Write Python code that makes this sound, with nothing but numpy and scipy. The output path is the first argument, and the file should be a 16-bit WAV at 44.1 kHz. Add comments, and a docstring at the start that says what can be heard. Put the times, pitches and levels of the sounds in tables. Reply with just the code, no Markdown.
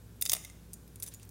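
"""Flipping a butterfly knife

Handles and blade chatter on their pivots and slap together: a loud flurry, a lone double tick, a
softer rattle. Each impact excites the damped modes of the steel, and the parts rub softly as they turn.
One close microphone hears it in a quiet room, with faint reverberation, low rumble and mains hum."""
import sys
import numpy as np
from scipy import signal
from scipy.fft import rfft, irfft
from scipy.io import wavfile

SR = 44100
rng = np.random.default_rng(int(sys.argv[2]) if len(sys.argv) > 2 else 0)


def unload_audio(sound):
    """Save the sound as a 16-bit wav file, at the path given as the first command line argument."""
    columns = np.transpose(np.atleast_2d(sound))
    # keep every value between -1 and 1, then stretch to whole-number steps
    steps = np.round(np.clip(columns, -1, 1) * 32767)
    wavfile.write(sys.argv[1], SR, steps.astype(np.int16))


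N = 57330


def undb(db):
    """Amplitude ratio of a level in decibels."""
    return 10 ** (np.asarray(db) / 20)


def gain_at(hz, points):
    """Magnitude response, interpolated from (frequency [Hz], gain [dB]) on a log-frequency axis."""
    knot_hz, knot_db = np.array(points, float).T
    return undb(np.interp(np.log(np.maximum(hz, 1)), np.log(knot_hz), knot_db))


def colour(x, points, size=2048):
    """Minimum-phase filter: folding the cepstrum makes a magnitude response causal."""
    cepstrum = irfft(np.log(gain_at(np.fft.rfftfreq(size, 1 / SR), points)))
    cepstrum[1:size // 2] *= 2
    cepstrum[size // 2 + 1:] = 0
    return signal.fftconvolve(x, irfft(np.exp(rfft(cepstrum))))[:len(x)]


def unit(x):
    """Normalisation of each row to unit energy."""
    return x / np.sqrt(np.sum(x ** 2, axis=-1, keepdims=True))


def grains(count, spread=0.39):
    """Contact noise: dense micro-impacts with a log-normal spread of sizes, at unit rms."""
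    x = rng.standard_normal(count) * np.exp(spread * rng.standard_normal(count))
    return x / x.std()


def ventilation(rms_db=-56):
    """Broadband air noise: a low rumble with a faint hiss above it."""
    # noise spectrum before the bass is shaped (frequency [Hz], relative density [dB])
    spectrum = [(12, -34), (20, -10), (77, 2.5), (187, -6.5), (337, -14), (388, -13.5), (472, -14.5),
                (624, -23), (1260, -27.5), (1610, -26), (2080, -33), (2390, -29.5), (2670, -33),
                (3740, -31.5), (4180, -32.5), (12800, -31.5), (16000, -33.5)]
    hz = np.fft.rfftfreq(N, 1 / SR)
    bass_shape = gain_at(hz, [(30, -5), (60, -9), (95, 2.5)])
    air = irfft(rfft(rng.standard_normal(N)) * gain_at(hz, spectrum) * bass_shape, N)
    return undb(rms_db) * air / air.std()


def mains_hum(waver=0.17):
    """Low partials waver under slow random modulation of amplitude and phase."""
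    # hum partials (frequency [Hz], rms level [dB])
    partials = [(58.6, -58.5), (104, -61), (175, -65), (232, -72)]
    t = np.arange(N) / SR
    knots = np.linspace(0, t[-1], num=12)
    hum = np.zeros(N)
    for hz, db in partials:
        swell = 1 + waver * np.interp(t, knots, rng.standard_normal(len(knots)))
        drift = waver * hz / partials[0][0] * np.interp(t, knots, rng.standard_normal(len(knots)))
        hum += undb(db) * np.sqrt(2) * swell * np.sin(2 * np.pi * hz * t + drift)
    return hum


def impact(db, decay_ms, body_db, mid_db, presence_db, top_db, struck_hz, boost_db):
    """Impact excitation: metal chatters briefly on metal and the steel rings in damped normal modes."""
    # bass, body, hollow, mid, presence, reference and top bands (frequency [Hz])
    bands = [200, 560, 1400, 2800, 5700, 9500, 14000]
    # modes of handles and blade (frequency [Hz], relative energy [dB], T60 [s])
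    steel_modes = [(2080, -22.5, 0.033), (2700, -22.5, 0.027), (3660, -19, 0.032), (4904, -18.5, 0.03),
                   (6050, -17, 0.02), (6490, -24.5, 0.029), (6930, -20.5, 0.072), (8450, -20, 0.035),
                   (9090, -17.5, .02), (9440, -19.5, 0.026), (9750, -16, 0.022), (10600, -16, 0.017),
                   (12100, -22, 0.027), (13150, -23, 0.058), (14750, -14, .016), (15500, -23, 0.018)]
    attack_s, scatter_db, detune = 0.00019, 1, 0.0083
    chatter_db, ring_db = -1, -1
    bass_db, hollow_db = body_db - 16, (body_db + mid_db) / 2 - 3.5
    tone = list(zip(bands, [bass_db, body_db, hollow_db, mid_db, presence_db, 0, top_db]))
    t = np.arange(SR // 6) / SR
    rise = 1 - np.exp(-t / attack_s)
    chatter = unit(grains(len(t)) * rise * np.exp(-t * 1000 / decay_ms))

    hz, mode_db, t60 = np.array(steel_modes).T
    hardest = np.arange(len(hz)) == np.argmin(abs(hz - struck_hz))
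    excited_db = mode_db + boost_db * hardest + scatter_db * rng.standard_normal(len(hz))
    gains = undb(excited_db) * gain_at(hz, tone)
    hz = hz * (1 + detune * rng.standard_normal(len(hz)))  # the grip shifts the modes at each contact
    phase = 2 * np.pi * (hz[:, None] * t + rng.random((len(hz), 1)))
    ring = gains @ unit(np.sin(phase) * rise * np.exp(-np.log(1000) * t / t60[:, None]))
    strength = undb(db) * np.sqrt(0.005 * SR)  # energy of that level held for 5 ms
    return strength * (undb(chatter_db) * colour(chatter, tone) + undb(ring_db) * ring)


def clatter():
    """Superposed impacts, all filtered by the cavity resonances of the handles."""
    # contacts (time [s], level before filtering [dB], chatter time constant [ms], body [dB], mid [dB],
    # presence [dB], top [dB], struck mode [Hz], its boost [dB]); bands are relative to 9.5 kHz
    contacts = [ (0.2116, -38.5, 2.2, -25, -7, -1, 7, 9780, 11),
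                (0.2134, -29, 6.2, -31, -12, -11, 2, 14750, 8),
                (.2222, -27, 1.6, -25, -1.5, -6, -6, 2700, 8.5),
                (.2235, -22.5, 0.87, -40, -17, -1, -1, 9750, 11.5),
                (0.2534, -27.5, 3.3, -21, -8, -4, -5, 6050, 6),
                (0.261, -29.5, 0.43, -7.5, 6, 3.5, -5, 3680, 3),
                (.2622, -32, 3.0, -14, 3, 1.5, -7, 4880, 14.5), (0.2746, -37, 3, -11, -19, -4, -7, 9780, 8),
                (0.29, -39, 3.1, -17, -18, -2, 4, 6930, 6), (0.2956, -23.5, 3.1, -12, -2, 3.5, 1, 6400, 17),
                (.3048, -43.5, 3.8, -4, -6, 0, 9, 13150, 8), (0.3134, -38.5, 4, -9, -9, -4, 7, 3680, 0),
                (0.3178, -21.5, 2.4, -14, -7.5, -3.5, -6, 8400, 11.5),
                (0.321, -33.5, 3, -15, 5, 2, -6, 15500, 13), (0.3317, -25, 2.3, 0, -3.5, -10, -4, 9220, 16),
                (0.333, -25.5, 1.9, -8.5, -3.5, 6, 6.5, 15500, 20),
                (0.3349, -19.5, 1.9, -11, -2.5, -7.5, -30, 9500, 7),
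                (0.3496, -36, 2, 3.5, -2, 3, 4, 8400, 8), (.3580, -37.5, 2.9, 1.5, -15, -10, -8, 9500, 0),
                (.3632, -41.5, 3.6, -15, 0, -3, -2, 9220, -13), (.3660, -32, 3.8, 2, -7, -9, -21, 2080, 11),
                (.4400, -46, 1.4, -28, -7, -8, -15, 2080, 25),
                (.4485, -40, 1.8, -22, 1.5, 0.5, -4, 2080, 22),
                (.4990, -43.5, 1.3, -8, -14, -6.5, -27, 2080, 24.5),
                (0.7327, -35.5, 2.5, -22, -19, -10, -6, 8400, 11.5),
                (0.7376, -34.5, 3, -33, -21, -10, -8, 6930, 9.5),
                (.8770, -54, 5.6, -19, -3, -6, 0, 12100, 15), (0.9581, -41, 1.8, -31, -10, -9, -9, 6930, 7),
                (0.9997, -39, 1.7, -25, -21, -19, -7, 6050, 16),
                (1.0019, -38, 0.9, -10, -14, -12, -19, 10600, -2),
                (1.0241, -30, 2.9, -26, -9, -5, -11, 9220, 5),
                (1.0299, -27, 6.4, -19, -22.5, -13, -5, 12100, 13),
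                (1.0382, -34, 3.8, -22, -19, -12, -17, 6930, -2),
                (1.0627, -38.5, 5.6, -8, -14, -6, -3, 3680, 13.5),
                (1.074, -43.5, 4.4, -23, -14, -4, -2, 6050, 16),
                (1.0791, -38.5, 1.1, -7.5, -13, -12, -18, 9780, 13),
                (1.0850, -35.5, 2.8, -30, -23, -17, -11, 6050, 15),
                (1.1384, -38.5, 2.7, -14, -26, -11, -5, 6930, 15.5),
                (1.1452, -45.5, 3.8, -8, -7.5, -3, -2, 6930, 20),
                (1.1977, -52, 2.5, -4, 2.5, -12, -6, 2750, 9),
                (1.2297, -49, 4.0, -12, -10, 1.5, -5, 8400, 13),
                (1.2510, -60, 2.2, -21, -4, -9, 2, 14750, 12),
                (1.2914, -49, 2, -16, -19, -0.5, 2, 9780, -2)]
    # response of the hollow handles (frequency [Hz], gain [dB])
    handle_response = [(430, -0.5), (700, 3), (900, -4), (1200, 1.5), (1650, -6), (2000, -1), (2700, -0.5),
                       (3100, -4.5), (3500, 1), (4300, -1.5), (4900, 0), (8000, -1)]
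    track = np.zeros(N)
    for start_s, *contact in contacts:
        start = int(start_s * SR)
        click = impact(*contact)[:N - start]
        track[start:start + len(click)] += click
    return colour(track, handle_response)


def rubbing():
    """Sliding friction at pivots and handles: contact noise in brief Gaussian swells."""
    # slides (centre time [s], standard deviation [s], peak level before filtering [dB])
    slides = [(0.222, 0.0014, -34), (1.041, 0.0089, -55), (1.078, 0.011, -53.5), (1.122, 0.0066, -54),
              (1.136, 0.0032, -53), (1.227, .014, -58.5)]
    # friction spectrum (frequency [Hz], gain [dB])
    spectrum = [(500, -30.5), (1500, -2), (3700, 1.5), (5000, 0), (9000, -4), (12000, -16), (16000, -10)]
    t = np.arange(N) / SR
    swell = sum(undb(db) * np.exp(-((t - centre) / width) ** 2 / 2) for centre, width, db in slides)
    return colour(grains(N) * swell, spectrum)


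def reverberation(x, gain_db=-14, low_t60_s=0.78, high_t60_s=0.46, build_s=0.0021):
    """Diffuse field: convolution with exponentially decaying noise whose treble dies first."""
    # room response (frequency [Hz], gain [dB])
    room_response = [(300, -7.5), (1000, 1), (1650, 0), (2400, 2), (3100, -2), (4500, -5), (7000, 3),
                     (9500, -2), (13000, -1.5), (16000, -10.5)]
    t = np.arange(int(0.8 * SR)) / SR
    noise = rng.standard_normal(len(t))
    low = signal.sosfiltfilt(signal.butter(2, 4500, fs=SR, output="sos"), noise)
    tail = low * np.exp(-np.log(1000) * t / low_t60_s)
    tail += (noise - low) * np.exp(-np.log(1000) * t / high_t60_s)
    build_up = 1 - np.exp(-(t / build_s) ** 2)
    tail = colour(unit(tail * build_up), room_response)
    return undb(gain_db) * signal.fftconvolve(x, tail)[:N]


def scene():
    """Direct sound, reverberation and background add at one point, the same in both channels."""
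    knife = clatter() + rubbing()
    mix = knife + reverberation(knife) + ventilation() + mains_hum()
    return np.tile(mix, (2, 1))


def record(dry, cutoff_hz=15900):
    """Band limiting: the recorder's steep low-pass filter removes the highest treble."""
    return signal.sosfilt(signal.ellip(10, 0.1, 70, cutoff_hz, fs=SR, output="sos"), dry)


dry = scene()
out = record(dry)
unload_audio(out)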